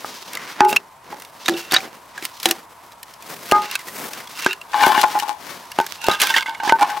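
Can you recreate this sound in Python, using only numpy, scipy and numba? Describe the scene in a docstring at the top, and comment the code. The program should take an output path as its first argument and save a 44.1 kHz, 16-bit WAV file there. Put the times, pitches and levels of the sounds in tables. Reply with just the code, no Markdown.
"""Two battens on paving slabs

Two wooden battens are knocked, turned and dragged on concrete slabs in a garden, close to a small camera.
Blows and stick-slip friction ring the bending modes of the wood, and grit cracks and hisses under it.
Gloves and jacket rustle over distant traffic; all of these are shaped noise.
The camera's limiter ducks after each hard blow, whose first cycles clip."""
import sys
import numpy as np
from scipy import signal
from scipy.io import wavfile
from scipy.ndimage import uniform_filter1d
from numba import njit

SR = 44100
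rng = np.random.default_rng(int(sys.argv[2]) if len(sys.argv) > 2 else 0)


def dump(signal):
    """Clip the signal to [-1, 1] and save it as 16-bit WAV at the path in sys.argv[1]."""
    limited = np.clip(np.atleast_2d(signal).T, -1, 1)
    pcm = np.round(limited * 32767).astype(np.int16)
    wavfile.write(sys.argv[1], SR, pcm)


def gain_from_db(level_db):
    """Convert decibel levels to linear amplitude factors (20 dB per decade)."""
    decades = np.asarray(level_db, float) / 20
    return 10 ** decades


N = 308700

# near batten, four families of modes that sound together: pitch_hz, free_t60_s, struck_db, dragged_db
NEAR_MODES = [
    [(309, 0.07, -1, -11.5), (375.5, 0.34, -8, -55), (413, 0.52, -18, -32), (565, 0.36, -51, -71)],
    [(920, 0.3, -21, -8), (838.6, 0.33, 1, 2), (826, 0.13, -7, -26), (1067, 0.18, -57, -12),
     (1029, 0.28, -22.5, -7.5), (1420, 0.22, -15, -16), (1750, 1, -55, -18.5), (2330, 0.34, -32, -21)],
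    [(1235, 0.23, 0.5, -72.5), (1615, 0.12, -9.5, -72), (2100, 0.18, -16, -92), (3870, 0.36, -28, -32)],
    [(904.6, 0.25, 6, -8.5), (1525, 0.18, 2, 3.5), (2150, 0.54, -34, -10.5), (2870, 0.11, -30, -7),
     (3540, 0.026, -34, -16.5)],
]
# where the hands work in front of the microphone: time_s, left_minus_right_db
HANDS_PAN = [(0, 0.5), (1.4, -1.5), (1.85, -0.5), (2.05, 2), (2.2, -1), (3.3, 1.5), (3.8, -1), (4.02, 2.5),
             (4.5, -1.2), (4.73, 1.5), (5, 2), (5.1, 1.4), (5.5, 6.5), (5.7, -0.6), (6.7, -2), (7, 2.2)]


def level(x, db):
    """Scale to an rms in dB."""
    return x * gain_from_db(db) / np.sqrt(np.mean(x ** 2))


def band(x, lo_hz, hi_hz, order=2):
    """Butterworth band-pass."""
    sos = signal.butter(order, [lo_hz, min(hi_hz, .45 * SR)], "bandpass", fs=SR, output="sos")
    return signal.sosfilt(sos, x)


def smooth_band(x, lo_hz, hi_hz):
    """Band-pass without phase shift, so that neighbouring bands join evenly."""
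    return signal.sosfiltfilt(signal.butter(2, [lo_hz, hi_hz], "bandpass", fs=SR, output="sos"), x)


@njit
def ring(x, turn, loss, damping):
    """One mode, turning and losing so much a sample; an impulse starts a cosine of its own height."""
    y, z, step = np.empty(len(x)), 0j, np.exp(1j * turn)
    for i in range(len(x)):
        z = z * step * (1 - loss * damping[i]) + x[i] + 1e-18
        y[i] = z.real
    return y


def mode(x, hz, t60, damping):
    """A mode from its pitch and free ring time; damping above 1 shortens it."""
    return ring(x, 2 * np.pi * hz / SR, np.log(1000) / (t60 * SR), damping)


def sides(pan_db):
    """Left and right gains from the left minus right difference in dB."""
    return gain_from_db(np.array([pan_db / 2, -pan_db / 2]).reshape(2, -1))


def walk(rate):
    """Random levels held 1 / rate s and smoothed twice; spread near 1."""
    k = int(SR / rate)
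    held = rng.standard_normal(N // 100)[np.arange(N) // k]
    return 2.2 * uniform_filter1d(uniform_filter1d(held, k), k)


def grains(per_s, spread_db):
    """Random clicks with a few large among many small, rms 1."""
    clicks = (rng.random(N) < per_s / SR) * rng.standard_normal(N)
    return level(clicks * gain_from_db(spread_db * rng.exponential(size=N)), 0)


def columns(rows):
    """The columns of a curve in dB, sample by sample; -120 dB outside it."""
    s, *cols = np.transpose(rows)
    return np.array([np.interp(np.arange(N) / SR, s, c, -120, -120) for c in cols])


def swells(rows):
    """One gain curve per row: straight slopes in dB, rise and fall being the times over 20 dB."""
    t = np.arange(0, N, 10) / SR
    curves = []
    for s, rise, fall, db, *_ in rows:
        slope = np.maximum((s - t) / max(rise, .003), (t - s) / max(fall, .003))
        curves.append(gain_from_db(db - 20 * slope))
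    return np.repeat(curves, 10, axis=1)[:, :N]


def traffic():
    """Distant tyre roar: noise bands half an octave apart that swell slowly, most alike on both sides in the bass."""
    # roar spectrum before the whole is levelled: frequency_hz, relative_db_per_hz
    spectrum = [(18, -58), (30, 9), (161, -3), (554, -36.5), (962, 19), (2350, -46), (3770, -31),
                (4420, -23), (5170, -40), (7670, -22), (14800, -20), (16000, -26)]
    out, swell, (f, db) = 0, walk(0.26), np.transpose(spectrum)
    for hz in 35 * 2 ** np.arange(0, 9, .5):
        mid, side = band(rng.standard_normal((2, N)), hz / 1.253, hz * 0.95, order=1)
        gain = gain_from_db(np.interp(np.log(hz), np.log(f), db) + 0.55 * swell + 0.62 * walk(7.33))
        width = np.clip(0.21 + hz / 7300.0, 0, .7)
        out = out + gain * (mid + width * side * np.array([[1], [-1]]))
    return level(out, -44)


def rustle():
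    """Gloves, jacket and wood rubbing: fine grains in four regions, fluttering together, a little wider than mono."""
    # rubs: peak_s, rise_s, fall_s, level_db, centre_octaves above 1 kHz, width_octaves to 6 dB down (at least 0.5)
    rubs = [(.22, 0.65, 0.3, -39, 2, 1), (.36, 0.085, 0.3, -34.5, 0.05, 1.5),
            (.5, 0.2, 0.087, -35, 0.86, 2), (.62, 0.05, 0.048, -23, -0.17, 1.7),
            (0.693, 0.017, 0.056, -27, 5, 2.7), (.735, 0.087, 0.089, -30.5, -2, 3.1),
            (1.116, 0.087, 0.11, -34, -5, 5.5), (1.487, 0.1, 0.12, -30.5, 2, 1),
            (1.531, 0.076, 0.061, -25, -1, 1), (1.592, 0.1, 0.11, -36, 2, 1.7),
            (1.745, 0.041, 0.052, -16, 1.25, 0.83), (1.852, 0.44, 0.19, -36, -5.5, 5.5),
            (2.15, 0.091, .3, -43.5, 0.5, 2), (2.239, .035, .07, -34, 2, 3.5),
            (2.375, 0.083, 0.11, -40, 2.3, 1), (2.442, 0.031, 0.041, -31, 2, 2),
            (2.466, 0.026, 0.14, -30, -2.5, 5.5), (2.516, 0.14, 0.03, -38, 2.9, 12),
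            (3.09, 0.098, 0.23, -49.5, 1, 4), (3.3, 0.086, 0.86, -41, 4, 2.5),
            (3.31, 0.088, 0.39, -38.5, -1.66, 3), (4.03, 0.15, 0.11, -30.5, -1.05, 2.1),
            (3.518, 0.014, 0.14, -25, -2.1, 3), (3.743, 0.47, 0.097, -33.5, 1.1, 1.6),
            (3.87, 0.022, 0.046, -48.5, 1.8, 6), (4.021, 0.23, 0.2, -33.5, 3.5, 1.5),
            (4.2, 0.68, 0.23, -41, -0.2, 3.5), (4.41, 0.29, 0.14, -37, 2.5, 1.2),
            (4.466, 0.14, 0.093, -29.5, 0.75, 1.5), (4.82, .11, 0.37, -30.5, 3.8, 7),
            (5.2, .6, 0.09, -43, 6, 8), (5.511, 0.16, 0.23, -40, -0.3, 4.5),
            (5.803, 0.062, 0.072, -34.5, 0.2, 1.5), (5.95, 0.74, 0.18, -43, 1.9, 1.5),
            (6.088, 0.028, 0.046, -23.5, -1, 2), (6.119, .05, 0.072, -28.5, 0.6, 2.2),
            (6.223, 0.025, 0.13, -18.5, 1.26, 2), (6.37, 0.032, 0.031, -21.5, 0.9, 1.5),
            (6.685, 0.054, .05, -19.5, 2.5, 0.5), (6.753, 0.078, 0.1, -30, -1.2, 2),
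            (5.12, 0.13, 0.13, -37, .9, 2), (1.81, 0.038, 0.048, -37.5, 2.5, 1),
            (6.809, 0.07, 0.06, -38, 3, 0), (6.87, 0.074, 0.77, -40, .8, 3),
            (3.45, .08, 0.054, -39, -0.5, -2.5), (6.76, .05, .05, -45, 3, 1)]
    # faint rustle between the rubs, before each region's offset: time_s, level_db
    stir = [(0, -45), (.8, -56.5), (1.02, -65.5), (1.2, -50), (1.95, -56), (2.1, -58.5), (2.6, -55),
            (2.75, -59), (3, -60), (3.8, -66), (4.3, -58), (4.6, -55), (5.4, -67), (5.75, -55.5),
            (6.4, -55.5), (7, -55)]
    shared = grains(8000, 1.1) + .5 * np.clip(grains(700, 1.6), -9, 9)
    each_side = np.array([grains(8000, 1.0), grains(8900, 4.0)])
    flutter = gain_from_db(1.23 * walk(35) + 1.1 * walk(120))
    rub = (shared + 0.48 * each_side) * flutter
    edges_hz = np.array((130, 950, 2500, 6500, 17000))
    octaves = np.log2(np.sqrt(edges_hz[1:] * edges_hz[:-1]) / 1000)
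    *_, centre, width = np.transpose(rubs)
    colour = gain_from_db(-6 * ((octaves[:, None] - centre) / np.maximum(width, .5)) ** 2)
    faint = gain_from_db(columns(stir) + np.array([[1.5], [-.6], [-2.5], [-1.5]]))  # one offset in dB per region
    gains = np.sqrt(colour ** 2 @ swells(rubs) ** 2 + faint ** 2)
    regions = zip(gains, edges_hz, edges_hz[1:])
    mix = sum(gain * level(smooth_band(rub, lo, hi), 0) for gain, lo, hi in regions)
    return mix * sides(columns(HANDS_PAN)[0])


def blows(rows, places, families, thud_hz, thud_t60, snap_db):
    """Each blow is a dead thud with a hard edge; it starts the modes and sets how freely they ring until the next."""
    kicks, damping, dead = np.zeros((len(families) + 1, N)), np.ones(N), np.ones(N)
    for s, place, thud_db, ring_db, freedom in rows:
        kicks[:, int(s * SR)] = gain_from_db(np.append(thud_db, ring_db + np.array(places[place])))
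        damping[int(s * SR):] = 1 / np.clip(freedom, .1, 1.3)
    push, *starts = kicks
    upper = mode(push, thud_hz, thud_t60, dead)
    lower = mode(push, 0.64 * thud_hz, 2.26 * thud_t60, dead)
    thud = band(upper + 0.33 * lower, 90, 3500)
    burst = signal.lfilter([1], [1, -np.exp(-1 / (0.00081 * SR))], push)  # dies away in under a millisecond
    snap = gain_from_db(snap_db) * band(burst * rng.standard_normal(N), 1100, 4700, order=1)
    rings = np.zeros(N)
    for start, family in zip(starts, families):
        for hz, t60, struck_db, *_ in family:
            rings += gain_from_db(struck_db) * mode(start, hz, t60, damping)
    soft = np.hanning(24) / 11.5  # wood yields for half a millisecond
    return thud + snap + np.convolve(rings, soft)[:N]


def near_batten():
    """The nearer batten struck on the slab: thuds, snaps and its four families of bending modes."""
    # blows: time_s, place, thud_db, ring_db, freedom (0-1, how little slab and hand damp it afterwards)
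    near_blows = [(.046, "end", -26, -20, 0.1), (.6065, "flat", 9.5, 6, 0.7),
                  (.728, "low", -10.5, -17, 0.44), (1.128, "slid", -27, -25.5, 0.31),
                  (3.5215, "end", 19.5, 1.5, 0.88), (4.463, "low", -0.5, -12.5, 0.49),
                  (4.868, "low", -1.5, -9.5, 0.5), (4.978, "flat", -32, -14, 0.4),
                  (5.040, "slid", -35, -0.5, 0.3), (5.066, "slid", -32, -23, 0.4),
                  (5.153, "slid", -48, -10, 1), (5.177, "slid", -42, -19, 0.17),
                  (5.224, "slid", -55.5, -18.5, 0.18), (5.283, "slid", -50, -22.5, 0.3),
                  (5.312, "slid", -46, -27, 0.25), (5.788, "flat", -6, -11, 0.25),
                  (5.801, "edge", -7.5, -15.5, 0.47), (6.041, "edge", -37, -26.5, 0.8),
                  (6.085, "end", 16.5, -13.5, .93), (6.113, "end", -28, -15, 1),
                  (6.227, "edge", -24, -27.5, 0.75), (6.302, "edge", -38, -22, 0.57),
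                  (6.341, "edge", -36, -35, .35), (6.363, "edge", -41.5, -20, 0.6),
                  (6.459, "edge", -50, -30.5, 0.3), (6.484, "edge", -47, -22.5, 0.77),
                  (6.601, "edge", -48, -24.5, 0.54), (6.634, "slid", -39, -16.5, .6),
                  (6.675, "flat", -33, -16, 0.32), (6.696, "edge", -22, -9.5, 0.1),
                  (6.723, "edge", 0.5, -6, 0.65), (6.765, "edge", -40, -40, .13),
                  (6.821, "slid", -34, -6.5, 0.35), (6.878, "slid", -38, -20, 0.26)]
    # where the batten is struck sets how strongly its families ring: family_1_db to family_4_db
    near_places = {"flat": (-3.5, 0, -13, -11.5), "low": (-1.5, -21, -11, -19),
                   "slid": (-20, -0.5, -67, -48), "end": (-13.5, -6, 3.5, -17.5),
                   "edge": (-17.5, -49, -40, -0.5)}
    return blows(near_blows, near_places, NEAR_MODES, 638.0, 0.0072, -2.0) * sides(0.2)


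def bearing():
    """How hard the dragged batten bears on its flat and on its edge, as two gain curves."""
    # drags, one list each: time_s, flat_db, edge_db
    drags = [
        [(4.7, -69.5, -72), (4.74, -17.5, -32.5), (4.862, -13.5, -13.5), (4.9, -15.5, -42), (4.994, -17, -16.5),
         (5.025, -28, -38), (5.046, -5, -42.5), (5.064, -27.5, -55), (5.135, -25.5, -51.5), (5.16, -13, -55.5),
         (5.196, -31.5, -44), (5.27, -27.5, -60), (5.42, -52.5, -62.5)],
        [(5.99, -46.5, -50), (6.04, -33, -37.5), (6.08, -36.5, -51.5)],
        [(6.19, -35.5, -55.5), (6.215, -27.5, -17), (6.246, -29, -24), (6.335, -44, -37.5),
         (6.374, -41.5, -10.5), (6.402, -51, -24), (6.452, -51.5, -50), (6.482, -35, -25), (6.544, -36, -36.5),
         (6.595, -53, -43)],
        [(6.6, -52, -20.5), (6.632, -25.5, -41.5), (6.666, -26, -43), (6.694, -12.5, -28), (6.72, -35, -25)],
        [(6.785, -24, -50.5), (6.812, -23.5, -55.5), (6.825, -9.5, -50), (6.873, -29, -54),
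         (6.903, -26.5, -30.5), (6.943, -19.5, -40.5), (7, -34.5, -56)],
    ]
    return np.sum([gain_from_db(columns(rows)) for rows in drags], axis=0)


def small_cracks():
    """Lesser cracks fall at random, thickest while the batten is dragged."""
    odds = np.cumsum(np.sqrt(bearing().sum(axis=0)))
    when, size, pitch, bright = rng.random((36, 4)).T
    time_s = np.interp(when, odds / odds[-1], np.arange(N) / SR)
    peak_db = -29 - 9 * size
    pitch_hz = 2200 * 2 ** (.9 * pitch - .4)
    treble_db = -35 + 9 * (bright - .5)
    return zip(time_s, peak_db, pitch_hz, treble_db)


def cracks():
    """Grit crunches under the wood: a scuff leads in, then a ring with two side tones, a broad spit and a treble tick."""
    # cracks, levels before the final band filters: time_s, peak_db, pitch_hz, treble_db
    crack_rows = [(.3328, -21, 2720, 8), (.3513, -15, 2680, 4), (.3714, -5.5, 2100, -14),
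                  (.5916, -30, 2200, -29), (.606, 12, 1753, -51), (.6486, -10.5, 2130, -3),
                  (.692, -7, 2590, -15), (.7272, -2.5, 2700, -13), (.7618, 5.5, 2636, -13),
                  (.764, 5.7, 2734, -11.5), (1.199, -24, 2180, 1), (1.2207, -24, 3660, 6.5),
                  (1.249, -20, 3640, -6), (1.4592, -5, 3750, -9), (1.4819, 6, 1686, -13.5),
                  (1.537, -13, 3730, -16), (1.5673, -12, 2870, -18), (1.7108, -4.5, 3670, -13),
                  (1.721, -3, 4650, 0), (1.7394, 3.5, 1650, -3.5), (1.7434, 4.5, 4670, -25),
                  (1.7639, 6.5, 3820, -34), (1.8033, -12, 2450, -15), (2.1779, -7.5, 1640, -18),
                  (2.2247, -9, 2200, -11), (2.2517, -11.5, 4500, 8.5), (2.4, -19, 5360, 3),
                  (2.4298, -9.5, 5400, 1), (2.4562, 5, 3930, -0.5), (2.4878, -11, 3920, 4),
                  (2.5103, -1.5, 2920, 5), (2.9198, -30.5, 3900, 1), (3.03, -22.5, 1820, 7),
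                  (3.138, -23, 5360, -4), (3.2236, -25.5, 2500, 5), (3.513, 4, 2720, -10),
                  (3.5208, -1.5, 2610, -12), (3.619, -13.5, 2870, -5.5), (3.658, -17, 2900, -5),
                  (3.712, -9, 2760, -1.5), (3.7537, -0.5, 2640, -3.5), (3.7918, -15, 2060, -6),
                  (3.8836, -11, 1900, -23), (4.1334, -14.5, 3870, 0.5), (4.273, -19.5, 3370, -4),
                  (4.3909, -13, 4010, -14), (4.422, -11, 2660, -3), (4.4453, -5, 2740, -10),
                  (4.4633, 4.5, 1570, -45), (4.5084, -3.5, 2750, -22), (4.5298, -4.5, 2860, -11),
                  (4.6135, -11.5, 2770, -18), (4.733, -5, 1720, -35), (4.809, 0, 1790, -38),
                  (4.834, 2, 2250, -42), (4.8634, -9, 1870, 2), (4.9776, 1, 1700, -32),
                  (5.014, -2, 4240, 1), (5.0377, 2, 2470, -18), (5.1887, -8.5, 1820, -2),
                  (5.1986, -6.5, 2960, -2), (5.2846, -20, 2980, 3), (5.717, -14.5, 2840, -2.5),
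                  (5.787, -4.5, 2660, -19), (5.8115, -21, 1750, 6.5), (5.8646, -12, 1700, 0.5),
                  (6.0154, -13, 2780, -10), (6.042, -9.5, 2870, -5), (6.0661, -9, 4370, -1),
                  (6.0846, -2, 2140, -21), (6.1133, -2, 3870, -11), (6.2, 0, 2780, -6),
                  (6.2067, -2.5, 2630, -1), (6.2167, -1, 3040, 5.5), (6.2702, -2.5, 2390, -2),
                  (6.3016, -6, 3550, -4), (6.3405, 4, 1800, -25), (6.3511, -1, 1680, -20),
                  (6.3635, 4.5, 3210, -17), (6.3814, 3, 2150, -17), (6.4238, -5, 2150, -29),
                  (6.4597, -6.5, 2070, -27), (6.4777, -10, 2190, -24), (6.5086, -17, 2200, -26),
                  (6.548, -10, 2150, -24), (6.6009, -15, 2190, -21), (6.6346, -12, 1580, -13),
                  (6.6767, -2, 1700, -19), (6.6945, 6.5, 2094, -25), (6.7935, -7, 1710, -16),
                  (6.8414, -20, 1680, -23), (6.9013, -8, 1800, -14)]
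    length, lead_s, t60 = 4096, .012, .022  # samples, s, s
    rings, spits, ticks = np.zeros((3, 2, N + length))
    t = np.arange(length) / SR - lead_s
    after, free = np.maximum(t, 0), np.ones(length)
    scuff = 0.042 * np.exp(np.minimum(t, 0) / 0.0079) * (t < 0)
    decay = np.exp(-np.log(1000) * after / t60) * (t >= 0)
    shape = scuff + (0.72 + 0.8 * np.minimum(after / 0.001, 1)) * decay
    for s, db, hz, treble_db in [*crack_rows, *small_cracks()]:
        mid, left, right = rng.standard_normal((3, length))
        ring_db = -4 - 0.076 * treble_db + 0.19 * db  # harder and duller cracks ring more
        pan_db = 1.5 * np.interp(s, *np.transpose(HANDS_PAN))
        s = max(s, lead_s)
        puff = shape * (mid + 0.15 * np.array([left, right]))
        blow = (np.arange(length) == int(lead_s * SR)) + 0.25 * mid * shape
        tone = mode(blow, hz, t60, free)
        tone = tone + 0.25 * mode(blow, 0.611 * hz, t60, free) + 0.14 * mode(blow, 1.44 * hz, t60, free)
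        first = int((s - lead_s) * SR)
        at, gain = slice(first, first + length), gain_from_db(db) * sides(pan_db)
        rings[:, at] += gain * gain_from_db(ring_db) * tone / np.abs(tone).max()
        spits[:, at] += gain * gain_from_db(-4.5 + 0.7 * treble_db) * puff
        ticks[:, at] += gain * gain_from_db(treble_db) * puff * np.exp(-after / 0.0017)
    crunch = 0.42 * band(rings, 650, 6800)
    crunch = crunch + .8 * band(spits, 1700, 7800) + 0.54 * band(ticks, 6300, 13900)
    return crunch[:, :N]


def rattle():
    """Grit rattles under the end of a batten: sparse contacts ring the short modes across the end of the wood."""
    # rattles: peak_s, rise_s, fall_s, level_db
    rattles = [(.731, 0.081, 0.012, -27.5), (1.57, 0.15, 0.33, -39.5), (3.7, 0.16, 0.02, -35),
               (4.42, 0.088, 0.11, -34), (4.522, 0.031, 0.014, -17.5), (6.044, 0.066, 0.23, -29)]
    # modes across the end: pitch_hz, t60_s, relative_db
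    end_modes = [(1454, 0.14, -5.5), (2720, 0.051, 2), (3740, 0.066, -8)]
    push = swells(rattles).sum(axis=0)
    taps = grains(500, 0.75)
    wood = sum(gain_from_db(db) * level(mode(taps, hz, t60, np.ones(N)), -2.6) for hz, t60, db in end_modes)
    return push * wood * sides(-1.7)


def far_batten():
    """The farther batten struck on the slab: thuds, strong snaps and a few bending modes."""
    # four families of modes: pitch_hz, free_t60_s, struck_db
    far_modes = [
        [(341.6, 0.26, 5)],
        [(767, 0.54, -0.5)],
        [(1570, 0.023, 5), (1783, 0.087, -1)],
        [(2920, 0.035, 7), (3820, .03, 9)],
    ]
    # blows: time_s, place, thud_db, ring_db, freedom (0-1, how little slab and hand damp it afterwards)
    far_blows = [(1.486, "flat", -12, -9, 0.082), (1.495, "low", -13, -20, .98),
                 (1.540, "low", -37, -23, 0.81), (1.721, "flat", -19.5, -13.5, 0.15),
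                 (1.734, "flat", -17, -8, 0.092), (1.745, "corner", -27, -4.5, 0.92),
                 (1.764, "corner", -49, -1.5, 0.43), (2.177, "corner", -54, -37, .98),
                 (2.225, "low", -37, -30, .071), (2.457, "flat", -3, -13, 0.75),
                 (2.510, "flat", -23, -16, 0.34)]
    # where the batten is struck sets how strongly its families ring: family_1_db to family_4_db
    far_places = {"flat": (-10, -10, -2.5, -3), "low": (1, -34, -17, 3), "corner": (-40, -19.5, -5, -1)}
    return blows(far_blows, far_places, far_modes, 790.0, 0.015, 10.7) * sides(-0.5)


def scrape():
    """Wood scrapes on stone: coarse stick-slip jerks ring its short upper modes."""
    # upper modes that chatter: pitch_hz, width_hz (at least 40), relative_db
    chatter_modes = [(1058, 24, -5), (1575, 38, 3), (2190, 57, -11), (2740, 55, -5), (3065, 58, -6),
                     (3400, 86, -2), (4670, 43, -10)]
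    # scrapes that set them off: peak_s, rise_s, fall_s, level_db
    scrapes = [(1.745, 0.022, 0.041, -21), (4.83, 0.077, 0.28, -22), (4.98, .15, 0.092, -32),
               (6.11, 0.051, .06, -19), (6.21, 0.014, 0.054, -20), (6.245, 0.037, 0.081, -20.5),
               (6.31, 0.034, 0.023, -23), (6.35, 0.0095, 0.038, -26), (6.372, 0.016, .06, -16),
               (6.47, .015, 0.11, -31), (6.69, 0.03, .03, -24.5)]
    jerks = grains(900, 3.05) * gain_from_db(2.4 * walk(90))
    wood = 0
    for hz, width, db in chatter_modes:
        t60 = 1.7 / np.clip(width, 40, 400)
        wood = wood + gain_from_db(db) * level(mode(jerks, hz, t60, np.ones(N)), 0)
    return level(wood, 0) * swells(scrapes).sum(axis=0) * sides(1.5 * columns(HANDS_PAN)[0])


def drag():
    """Stick-slip clicks ring the near batten's modes, damped by slab and hand; grit hisses in uneven grains."""
    # bursts of grit under the wood, gain on the hiss: peak_s, rise_s, fall_s, gain_db
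    grit_bursts = [(4.722, 0.011, .012, -13), (4.862, 0.094, .022, -1), (5.008, 0.078, 0.096, -1.5),
                   (5.196, 0.027, 0.047, -3.5), (5.282, 0.026, 0.1, -17.5), (6.04, 0.047, 0.1, -5.5),
                   (6.22, .025, 0.021, -12), (6.374, .03, 0.024, -11), (6.666, 0.035, .055, -12.5),
                   (6.827, 0.027, 0.013, -1), (6.903, 0.03, 0.084, -12.5), (6.971, .02, 0.11, -18)]
    (flat, edge), grit = bearing(), swells(grit_bursts).sum(axis=0)
    slips = grains(1100, 4.38) * gain_from_db(5.65 * walk(60))
    chatter = grains(4000, 0.96)
    friction, damping = slips + 0.8 * chatter, np.full(N, 2.6)
    wood = np.zeros(N)
    for push, family in zip((flat, flat, flat, edge), NEAR_MODES):  # the edge drives the fourth family
        for hz, t60, _, dragged_db in family:
            wood += gain_from_db(dragged_db) * push * level(mode(friction, hz, t60, damping), 0.78)
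    hiss = slips + 1.1 * np.array([grains(6000, 3.0), grains(5300, 3.35)])
    sand = level(band(hiss, 1600, 5000, order=1), -17.0)
    pan_db, = columns(HANDS_PAN)
    return (band(wood, 410, 5300) + grit * sand) * sides(3.24 * pan_db)


def garden_scatter(direct):
    """Faint scatter back from fence and house: decaying noise that starts 4 ms after the direct sound."""
    t = np.arange(SR // 4) / SR
    scatter = rng.standard_normal((2, len(t))) * np.exp(-np.log(1000) * t / 0.047) * (t > .004)
    return gain_from_db(-36.0) * signal.fftconvolve(direct, scatter, axes=1)[:, :N]


def scene():
    """Both battens and the grit, with their scatter, over clothes and distant traffic."""
    direct = near_batten() + far_batten() + drag() + scrape() + rattle() + cracks()
    return direct + garden_scatter(direct) + rustle() + traffic()


@njit
def limiter(peak, top, attack, release):
    """Gain that drops within a few milliseconds of an overload and recovers more slowly."""
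    gain, e = np.empty(len(peak)), 0.
    for i in range(len(peak)):
        e += (peak[i] - e) * (attack if peak[i] > e else release)
        gain[i] = top / max(e, top)
    return gain


def band_limit(x):
    """A steep low-pass at the top of the band."""
    return signal.sosfilt(signal.butter(12, 16490, fs=SR, output="sos"), x)


def record(dry):
    """The microphone drops the bass; the limiter is too slow for the first cycles, which clip; the top is cut."""
    mic = signal.sosfilt(signal.butter(2, 110., "highpass", fs=SR, output="sos"), dry)
    attack, release = 1 / (0.0024 * SR), 1 / (0.0081 * SR)  # time constants of 2.4 and 8.1 ms
    gain = limiter(np.abs(mic).max(axis=0), 0.44, attack, release)
    clipped = np.clip(mic * gain, -1, 1)
    cut = signal.sosfilt(signal.ellip(8, .2, 70, 15800, fs=SR, output="sos"), clipped)
    mix = np.clip(cut, -1, 1)
    return band_limit(mix)


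dry = scene()
out = record(dry)
dump(out)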